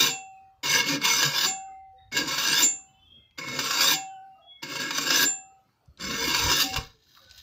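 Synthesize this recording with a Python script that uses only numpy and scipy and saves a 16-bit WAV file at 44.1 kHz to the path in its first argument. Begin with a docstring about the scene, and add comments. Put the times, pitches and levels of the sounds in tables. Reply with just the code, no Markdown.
"""A hand file rasps along a steel axe edge held in a vise, heard close by in a workshop.
Tooth pulses, gritty noise and catches excite damped modes of the steel; noise excites the bench.
Each time the file lifts off, the steel rings freely as a sum of decaying sines. Gliding tones with random
swells make faint far chirps and a late scrape near 1.5 kHz; bench groans, ticks, bumps and a glove's rustle
come during, between and after strokes. Decaying noise is the room's answer, over room tone and rumble."""
import sys
import numpy as np
from scipy import signal
from scipy.fft import rfft, irfft, next_fast_len
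from scipy.io import wavfile
from scipy.ndimage import uniform_filter1d, map_coordinates

SR = 44100
rng = np.random.default_rng(int(sys.argv[2]) if len(sys.argv) > 2 else 0)


def transcribe(signal):
    """Save signal, clipped to [-1, 1], as a 16-bit WAV file at the path in sys.argv[1]."""
    frames = np.atleast_2d(signal).T
    limited = np.clip(frames, -1, 1)
    pcm = np.round(limited * 32767).astype(np.int16)
    wavfile.write(sys.argv[1], SR, pcm)


N = 327222
TOP_HZ = 15700  # upper band limit

# the file lifts off: (t/s, five ringing strengths/dB at the reference modes of ringing(), muffling starts at t/s)
LIFTS = [(.09, -39, -43.5, -29.5, -29.5, -22, 0.48), (1.46, -33, -27, -33, -25, -16.5, 1.997),
         (2.62, -49.5, -24, -33.5, -15, -6.5, 2.95), (3.93, -33.5, -33.5, -33, -28, -23, 4.3),
         (5.249, -45, -53.5, -34, -31.5, -11.5, 5.54), (6.63, -36.5, -41, -46, -47, -37, 6.74)]


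def amp(db):
    """Logarithmic level: dB to linear gain."""
    return 10 ** (np.asarray(db) / 20)


def unit(x):
    """Power normalisation: x scaled to rms 1."""
    return x / np.sqrt(np.mean(x ** 2) + 1e-20)


def along(points, hz):
    """Logarithmic frequency scale: (f/Hz, value) points joined by lines over log frequency."""
    point_hz, values = np.transpose(points)
    return np.interp(np.log(hz + 1), np.log(point_hz + 1), values)


def curves(rows):
    """Linear envelopes: one value per sample for each column after the time."""
    times, *columns = np.transpose(rows)
    return [np.interp(np.arange(N) / SR, times, column) for column in columns]


def wobble(rate, size=N):
    """Band-limited random modulation: a smooth curve through rate random knots a second."""
    step = max(int(SR / rate / 12), 8)
    coarse = np.arange(0, size + step, step)
    knots = rng.standard_normal(int(size * rate / SR) + 4)
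    smooth = map_coordinates(knots, [coarse * rate / SR])
    return np.interp(np.arange(size), coarse, smooth)


def wander(depth_db, rate):
    """Slow amplitude modulation: a randomly wandering gain, held for 32 samples a step."""
    step = 32
    gain = amp(depth_db * wobble(rate * step, size=N // step + 1))
    return np.repeat(gain, step)[:N]


def filtered(x, response):
    """Linear filtering: the spectrum of x times a response of frequency."""
    m = next_fast_len(N + SR // 2)
    spectrum = rfft(x, m) * response(np.fft.rfftfreq(m, 1 / SR))
    return irfft(spectrum, m)[..., :N]


def add(track, s, sound):
    """Superposition: mixes a sound in at time s."""
    part = track[round(s * SR):][:len(sound)]
    part += sound[:len(part)]


def resonate(x, modes, drift_db):
    """Modal resonance: the contact point wanders, so each damped mode is driven at a drifting strength."""
    out = np.zeros(N)
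    for k, (hz, width_hz, db) in enumerate(modes):
        b, a = signal.iirpeak(min(hz, SR / 2.1), hz / width_hz, SR)
        sign = (-1) ** k
        out += sign * amp(db) * signal.lfilter(b, a, x * wander(drift_db, 14))
    return out


def crowd(x, t60, count):
    """High modal density: close weak modes act like short random tails, whose shares of the drive wander."""
    t = np.arange(SR // 4) / SR
    tails = rng.standard_normal((count, len(t))) * amp(-60 * t / t60)
    shares = np.array([wander(5, 8) for _ in tails])
    shares /= np.linalg.norm(shares, axis=0)  # constant total power
    out = np.zeros(N)
    for share, tail in zip(shares, tails):
        out += signal.fftconvolve(x * share, tail / np.linalg.norm(tail))[:N]
    return out


def chatter():
    """Periodic and random excitation: scattered tooth pulses mixed with the grit of torn chips."""
    # the teeth fall into step: (start t/s, evenness/0-1)
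    whines = [(-.06, 0.03), (1.34, 0.07), (2.53, 0.12), (3.81, 0.15), (5.11, 0.03), (6.5, 0)]
    start_hz, speedup_hz_per_s, fastest_hz = 1649, 2900, 1950  # tooth rate, its climb and ceiling
    whine_s = .1
    t = np.arange(N) / SR
    start, evenness = np.transpose(whines)
    nearest = np.searchsorted((start[1:] + start[:-1]) / 2, t)
    since = t - start[nearest]
    rate_hz = np.clip(start_hz + speedup_hz_per_s * since, start_hz / 2, fastest_hz)
    window = np.exp(-(2 * since / whine_s - 1) ** 4 / 2)
    even = np.clip(evenness[nearest] * window, 0, 1)
    turns = np.cumsum(rate_hz) / SR + .1 * wobble(250)
    hits = np.diff(np.floor(turns), prepend=0) > 0
    # a tooth snaps free quickly: its pulse is strongest near 4 kHz
    b, a = signal.iirpeak(3900, 1.7, SR)
    teeth = unit(signal.lfilter(b, a, hits * amp(1.2 * rng.standard_normal(N))))
    grit = unit(rng.standard_normal(N) * amp(2.86 * wobble(900)))
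    return np.sqrt(even) * teeth + np.sqrt(1 - even) * grit


def jolts():
    """Impulsive excitation: a burst of decaying noise where the file lands or a tooth catches."""
    # (t/s, initial drive level/dB)
    catches = [(0.6379, -31.5), (1.0161, -29), (1.0505, -16), (1.2288, -12.5), (1.3819, -19.5),
               (2.1236, -32.5), (2.1693, -27.5), (2.275, -25.5), (2.3816, -18.5), (3.3852, -29.5),
               (3.4845, -30), (3.5902, -18), (3.7085, -18.5), (3.8077, -14), (4.6269, -44.5), (4.7351, -34),
               (4.7568, -26.5), (4.9068, -21.5), (4.9816, -16), (5.105, -15.5), (5.9989, -45),
               (6.0402, -29), (6.1105, -27), (6.3465, -16.5), (6.5151, -13), (6.761, -20)]
    t60 = .03  # s
    out, t = np.zeros(N), np.arange(SR // 10) / SR
    for s, db in catches:
        add(out, s, amp(db - 60 * t / t60) * rng.standard_normal(len(t)))
    return out


def pressed_steel(push, catching):
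    """Forced vibration of damped modes: distinct ones of axe head and file, and a crowd of lesser ones."""
    # modes of the axe head and the file, damped by the contact: (f/Hz, width/Hz, level/dB)
    head = [(961, 52, -4.5), (1066, 17, -2), (1142, 31, -7.5), (1302, 110, -8.5), (1347, 32, -7.5),
            (1643, 35, 2), (1799, 16, -5), (2410, 35, -4), (2565, 46, -7.5), (2783, 66, 1.5),
            (2915, 36, -8), (3358, 17, -9.5), (3525, 24, -0.5), (3766, 86, -1)]
    # upper modes of the steel under the file: (f/Hz, width/Hz, level/dB)
    pressed = [(6504, 66, -12), (4270, 34, -11), (4509, 60, -1.5), (4660, 65, -5), (4843, 50, -4),
               (5150, 33, -6), (5180, 50, -0.5), (5590, 26, -9.5), (5910, 21, -10), (6010, 66, 1),
               (6130, 40, -10.5), (6890, 46, -6.5), (7040, 46, -9), (7318, 51, -8), (7474, 50, -10.5),
               (7630, 27, -10), (8680, 46, -15), (10390, 64, -20.5), (11160, 74, -23.5), (11870, 40, -21.5),
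               (12300, 80, -19), (13250, 87, -12), (14000, 93, -11.5), (14400, 80, -11.5),
               (15000, 41, -9.5), (15250, 59, -15)]
    # spectrum of the crowd of lesser modes: (f/Hz, level/dB per Hz)
    scrape = [(300, -30.5), (560, -8), (760, -9.5), (1000, -4.5), (1500, -1.5), (1960, -9), (2800, -3.5),
              (4100, -4.5), (5100, 2.5), (6400, -8), (7500, -13.5), (9250, -43), (13400, -16), (15500, -19)]
    modes = resonate(push, head + list(pressed), drift_db=3.5)
    main = filtered(modes, lambda hz: 1 / (1 + (850 / (hz + 1)) ** 12))
    mixed = crowd(push, t60=0.041, count=6) + amp(-7.5) * push + amp(1.5) * catching
    lesser = filtered(mixed, lambda hz: amp(along(scrape, hz)))
    return amp(9.5) * main + amp(1.5) * lesser


def balanced(blade, harder_db, to_lift, late):
    """Level-dependent spectrum: sizzle, body and a gap in the scrape change with the rasp and near the lift."""
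    # gain at the reference rasp level, and dB gained for each dB the rasp gains
    sizzle_db, sizzle_slope = -1, 0.32
    body_db, body_slope = 1.97, -0.28
    flare_db, flare_s = 5.5, .07  # the sizzle flares around the lift
    part_db, part_s = -22.5, .03  # the body drops out as the steel parts
    notch_hz, notch_width_hz, notch_db = 730, 140, -11  # the gap fills toward the lift
    flare = np.exp(-(to_lift / flare_s) ** 2)
    parted = np.clip(-to_lift / part_s, 0, 1)
    treble_gain = amp(sizzle_db + sizzle_slope * harder_db + flare_db * flare)
    body_gain = amp(body_db + body_slope * harder_db + part_db * parted)
    treble = filtered(blade, lambda hz: 1 / (1 + (9200 / (hz + 1)) ** 16))
    body = filtered(blade, lambda hz: 1 / (1 + (hz / 1950) ** 16))
    blade = blade + treble * (treble_gain - 1) + body * (body_gain - 1)
    gap = filtered(blade, lambda hz: np.exp(-((hz - notch_hz) / notch_width_hz) ** 4))
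    return blade + gap * (amp(notch_db * (1 - late)) - 1)


def singing_mode(push, harder_db, late):
    """Lightly damped resonance: one mode of the head sings under the push and is damped toward the lift."""
    # a lightly damped mode of the head: (f/Hz, width/Hz, level/dB)
    lightly_damped = [(2187, 22, 0)]
    sing_db, sing_slope, damp_db = 15, -.3, -10
    level_db = sing_db + sing_slope * harder_db + damp_db * late
    return resonate(push * amp(level_db), lightly_damped, drift_db=2.0)


def bench_hum(touch, rasp_db, harder_db, late):
    """Structure-borne sound: noise following the rasp level excites the bench, more quietly toward the lift."""
    # bench modes: (f/Hz, width/Hz, level/dB)
    bench = [(141.5, 14, 0.5), (175, 39, -5.5), (238, 50, -4.5), (288, 39, 1), (384.6, 40, -8),
             (465.2, 18, -2), (547.6, 21, -4.5)]
    bench_db, bench_slope, wander_db, late_db = 7, -0.61, 2.5, -2
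    over_rasp_db = bench_db + bench_slope * np.maximum(harder_db, -18) + wander_db * wobble(12)
    thrum = touch * amp(rasp_db + over_rasp_db + late_db * late) * rng.standard_normal(N)
    return resonate(thrum, bench, drift_db=4)


def filing():
    """Source and resonator: chatter and catches drive the steel while rasp-level noise drives the bench."""
    # one list for each stroke: (t/s, rasp drive level/dB)
    strokes = [
        [(0.0, -16), (0.062, -22.5), (0.084, -23), (0.14, -47.5)],
        [(0.63, -36), (0.642, -26), (0.802, -20.5), (0.84, -39.5), (0.884, -22), (0.956, -26.5), (0.996, -49.5),
         (1.048, -21), (1.266, -23), (1.314, -30), (1.448, -21), (1.486, -29.5), (1.52, -50.5)],
        [(2.115, -47), (2.125, -37.5), (2.155, -30), (2.175, -23), (2.251, -37), (2.283, -27), (2.507, -23.5),
         (2.617, -19.5), (2.645, -24), (2.67, -47.5)],
        [(3.375, -48.5), (3.387, -30.5), (3.405, -40), (3.581, -32), (3.589, -28), (3.785, -24.5),
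         (3.807, -19.5), (3.935, -20.5), (3.98, -47)],
        [(4.62, -51), (4.628, -29.5), (4.652, -41.5), (4.814, -29), (4.9, -36.5), (4.978, -26), (5.052, -29.5),
         (5.154, -19.5), (5.24, -20), (5.266, -42.5)],
        [(5.975, -71), (6.005, -36), (6.281, -24.5), (6.331, -27.5), (6.345, -22.5), (6.471, -24.5),
         (6.547, -21.5), (6.585, -23.5), (6.615, -17), (6.665, -33.5), (6.729, -34.5)],
        [(6.73, -33.5), (6.758, -41), (6.764, -27), (6.804, -42.5), (6.84, -52)],
    ]
    firm_db = -25  # reference rasp level
    late_from_s, late_over_s = .4, .2  # when the approach to the lift starts to tell, and its fade
    rasp_db, = curves(np.concatenate(strokes))
    t = np.arange(N) / SR
    touch = sum((t >= rows[0][0]) & (t < rows[-1][0]) for rows in strokes)
    lift_times = np.array([row[0] for row in LIFTS] + [strokes[-1][-1][0]])
    stroke = np.searchsorted([rows[0][0] for rows in strokes[1:]], t)
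    to_lift = lift_times[stroke] - t
    late = np.clip((late_from_s - to_lift) / late_over_s, 0, 1)
    harder_db = rasp_db - firm_db
    catching = jolts()
    push = touch * amp(rasp_db + 1.0 * wobble(60)) * chatter() + catching
    blade = balanced(pressed_steel(push, catching), harder_db, to_lift, late)
    singing = singing_mode(push, harder_db, late)
    return blade + singing + bench_hum(touch, rasp_db, harder_db, late)


def background():
    """Shaped random noise: quiet patchy room tone and an unsteady low rumble."""
    # room tone spectrum: (f/Hz, level/dB per Hz)
    air_spectrum = [(35, -32), (60, 5), (178, -6), (503, -15.5), (1450, -17), (1710, -23), (5820, -29.5),
                    (9230, -41.5), (15000, -34.5)]
    # low rumble: (t/s, level/dB before its random wander)
    rumble = [(0, -69.5), (3.5, -66), (4.15, -80.5), (5.83, -80.5), (5.89, -46), (5.96, -83.5), (6.02, -53),
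              (6.35, -55), (6.47, -37.5), (6.6, -60), (6.78, -35), (6.9, -71.5), (7.42, -61)]
    room_db = -71
    z = signal.stft(rng.standard_normal(N), nperseg=1024)[2]
    # random gains smoothed over frequency, then time
    field = uniform_filter1d(rng.standard_normal(z.shape), size=5, axis=0)
    field = uniform_filter1d(field, size=9, axis=1)
    patchy = signal.istft(z * amp(4 * unit(field)), nperseg=1024)[1][:N]
    air = unit(filtered(patchy, lambda hz: amp(along(air_spectrum, hz)) * (hz > 100)))
    low = unit(filtered(rng.standard_normal(N), lambda hz: (hz / 80) ** 2.6 / (1 + (hz / 80) ** 7)))
    rumble_db, = curves(rumble)
    return amp(room_db + 2 * wobble(7.5)) * air + amp(rumble_db + 4 * wobble(4.5)) * low


def shop(x):
    """Reverberation: convolution with noise in which each frequency decays at its own speed."""
    # room decay: (f/Hz, t60/s)
    decay = [(150, 0.35), (1000, .3), (5000, 0.23), (9000, 0.078), (13000, 0.16)]
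    hz, t, z = signal.stft(rng.standard_normal(SR // 2), SR, nperseg=256)
    fading = z * amp(-60 * t / along(decay, hz)[:, None])
    tail = signal.istft(fading, SR, nperseg=256)[1]
    delayed = np.pad(x, (300, 0))  # samples
    return signal.fftconvolve(delayed, tail / np.linalg.norm(tail))[:N]


def ringing():
    """Free vibration: freed modes swell within milliseconds, waver and decay until the steel is muffled."""
    # modes of the free steel: (f/Hz, level/dB, t60/s)
    free = [(769, 2, 1.55), (1427, -20, .5), (1658, -12, .34), (2175, 0, .2), (2697, 0, .45),
            (3391, -5, .3), (4457, -7, .22), (5233, -8, .16), (5830, -15, .26), (6783, 0, .27),
            (7241, 0, .29), (8592, -25, .16), (10310, -24, .1)]
    # reference modes for the strengths in LIFTS: f/Hz
    reference_hz = (769, 2175, 2697, 6783, 7241)
    out, t = np.zeros(N), np.arange(SR * 2 // 3) / SR
    for s, *strength_db, stop in LIFTS:
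        strengths = list(zip(reference_hz, strength_db))
        muffled_db = -60 * (np.maximum(t - stop + s, 0) / 0.25) ** 2
        swell = 1 - np.exp(-t / 0.023)
        for hz, db, t60 in free:
            level_db = db + along(strengths, hz) + 0.6 * wobble(4, size=len(t))
            shape = amp(level_db - 60 * t / t60 + muffled_db) * swell
            cycles = hz * t + rng.random() + 0.11 * wobble(17, size=len(t))
            add(out, s, shape * np.sin(2 * np.pi * cycles))
    return out


def chirps_and_scrape():
    """Narrow-band modulation: random swells blur gliding tones into faint far notes and a late scrape."""
    # far notes, and the scrape near 1.5 kHz at 7.19 s:
    # (t/s, length/s, start f/Hz, end f/Hz, level/dB, blur/Hz)
    glides = [(0.194, 0.28, 2650, 2494, -69.5, 54), (1.552, 0.35, 2176, 2040, -67.5, 78),
              (1.576, 0.15, 1560, 1480, -69, 130), (1.65, 0.068, 1250, 1250, -67, 65),
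              (1.93, 0.064, 502, 520, -66, 25), (6.9, 0.1, 450, 420, -70, 50),
              (7.2, .09, 550, 508, -68.5, 40), (1.965, 0.11, 3750, 3720, -66, 127),
              (1.96, .12, 1900, 1900, -72, 330), (2.84, 0.52, 2662, 2604, -71, 40),
              (2.858, 0.32, 2970, 3150, -68.5, 50), (2.915, 0.35, 3445, 3510, -69.5, 75),
              (3.066, 0.18, 3234, 3270, -52, 68), (3.213, 0.167, 3250, 3270, -64, 50),
              (3.147, 0.29, 2120, 2090, -76, 78), (4.065, 0.12, 3123, 2940, -60, 60),
              (4.08, 0.2, 1476, 1510, -65, 115), (4.298, 0.16, 2804, 2744, -71, 30),
              (4.348, 0.11, 1240, 1304, -63.5, 75), (4.361, 0.135, 694, 753, -59.5, 164),
              (4.415, 0.23, 3315, 3404, -57, 24), (4.46, .1, 3340, 3357, -48.5, 11),
              (4.505, 0.11, 2190, 2174, -66, 30), (5.399, 0.27, 1290, 1274, -75, 37),
              (7.149, 0.061, 1160, 1145, -62.5, 230), (7.19, 0.23, 1483, 1520, -65.5, 70)]
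    steady_hz = 25  # the smaller the blur beside this, the steadier the tone
    out = np.zeros(N)
    for s, length, start_hz, end_hz, db, blur_hz in glides:
        u = np.linspace(0, 1, int(length * SR))
        phase = 2 * np.pi * np.cumsum(start_hz + (end_hz - start_hz) * u) / SR
        steady = steady_hz / blur_hz
        in_phase = (steady + wobble(blur_hz, size=len(u))) * np.sin(phase)
        quadrature = wobble(blur_hz, size=len(u)) * np.cos(phase)
        rough = (in_phase + quadrature) / np.hypot(1, steady)
        add(out, s, amp(db) * np.abs(np.sin(np.pi * u)) ** 0.54 * rough)
    return out


def groans():
    """Single-mode resonance: the push briefly finds one mode of the bench, a sine that swells and fades."""
    # (t/s, length/s, f/Hz, peak level/dB before a slight waver)
    swells = [(.87, .14, 283, -29.5), (1.24, 0.062, 143, -32), (5.24, .04, 280, -33),
              (6.17, 0.12, 462.6, -34.5), (6.63, 0.054, 279, -33)]
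    out = np.zeros(N)
    for s, length, hz, db in swells:
        t = np.arange(int(length * SR)) / SR
        level = amp(db + 1.5 * wobble(30, size=len(t)))
        envelope = np.sin(np.pi * t / length) ** 0.76
        add(out, s, level * envelope * np.sin(2 * np.pi * hz * t))
    return out


def ticks():
    """Transient excitation: band-passed noise bursts tick as the tool is handled; the loud one at 6.74 s is a
    short, sharp catch of the file."""
    # (t/s, peak level/dB, centre f/Hz)
    taps = [(3.3097, -55, 3180), (5.69, -62, 1360), (5.8585, -59, 6400), (5.9742, -44.5, 3870),
            (6.7425, -20, 4550), (7.0339, -59, 3480), (7.1505, -44.5, 3240), (7.173, -43, 1290),
            (7.217, -50, 4100), (7.247, -48, 4100), (7.2644, -48, 4100), (7.2954, -47, 4100),
            (7.311, -35, 4360), (7.379, -38, 5200)]
    out, t = np.zeros(N), np.arange(SR // 8) / SR
    for s, db, hz in taps:
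        band = signal.butter(2, [hz / 1.4, hz * 1.23], "band", fs=SR, output="sos")
        tick = signal.sosfilt(band, amp(-60 * t / .015) * rng.standard_normal(len(t)))
        add(out, s, amp(db) * tick / np.abs(tick).max())
    return out


def bumps():
    """Low-frequency pulses: a sine under a brief Gaussian envelope thuds dully through the bench."""
    # (t/s, 30 ms ahead of the envelope's peak; envelope peak level/dB; f/Hz)
    thuds = [(5.86, -51, 90), (6.47, -46, 60), (6.758, -22, 92.4)]
    out, t = np.zeros(N), np.arange(SR // 8) / SR
    for s, db, hz in thuds:
        envelope = np.exp(-((t - .03) / 0.0037) ** 2)
        add(out, s, amp(db) * envelope * np.sin(2 * np.pi * hz * t))
    return out


def glove():
    """Friction noise: uneven grains sound as a coloured rustle and a hiss as a glove slides on the tool."""
    # rustle envelope: (t/s, level/dB)
    sliding = [(6.76, -100), (6.84, -39), (6.898, -60), (6.986, -69.5), (7.078, -58), (7.246, -59.5),
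               (7.42, -55.5)]
    # rustle spectrum: (f/Hz, level/dB per Hz)
    colour = [(350, -49), (600, -17), (768, -25.5), (961, -10.5), (1500, 0), (2640, -5.5), (4230, 3.5),
              (6700, -7), (10000, -41), (13000, -68), (22000, -120)]
    hiss_db = -14.5  # over the rustle, before its random wander
    rustle_db, = curves(sliding)
    grains = rng.standard_normal(N) * amp(4.3 * wobble(300) + 3 * wobble(30))
    rustle = unit(filtered(crowd(grains, t60=.03, count=3), lambda hz: amp(along(colour, hz))))
    hiss = unit(filtered(grains, lambda hz: 1 / (1 + (12000 / (hz + 1)) ** 12) * (hz < TOP_HZ)))
    return amp(rustle_db) * rustle + amp(rustle_db + hiss_db + 4 * wobble(14)) * hiss


def scene():
    """Direct and reverberant sound: the faint chirps and scrape get relatively more echo than the near work."""
    near = filing() + ticks() + bumps() + glove()
    faint = chirps_and_scrape()
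    echo = shop(amp(-13) * near + amp(-4.5) * faint)
    return (near + faint + ringing() + groans() + echo + background())[None]


def record(dry):
    """Band limitation: a steep low-pass leaves nothing above TOP_HZ."""
    return filtered(dry, lambda hz: np.clip((TOP_HZ - hz) / 150, 0, 1))


dry = scene()
out = record(dry)
transcribe(out)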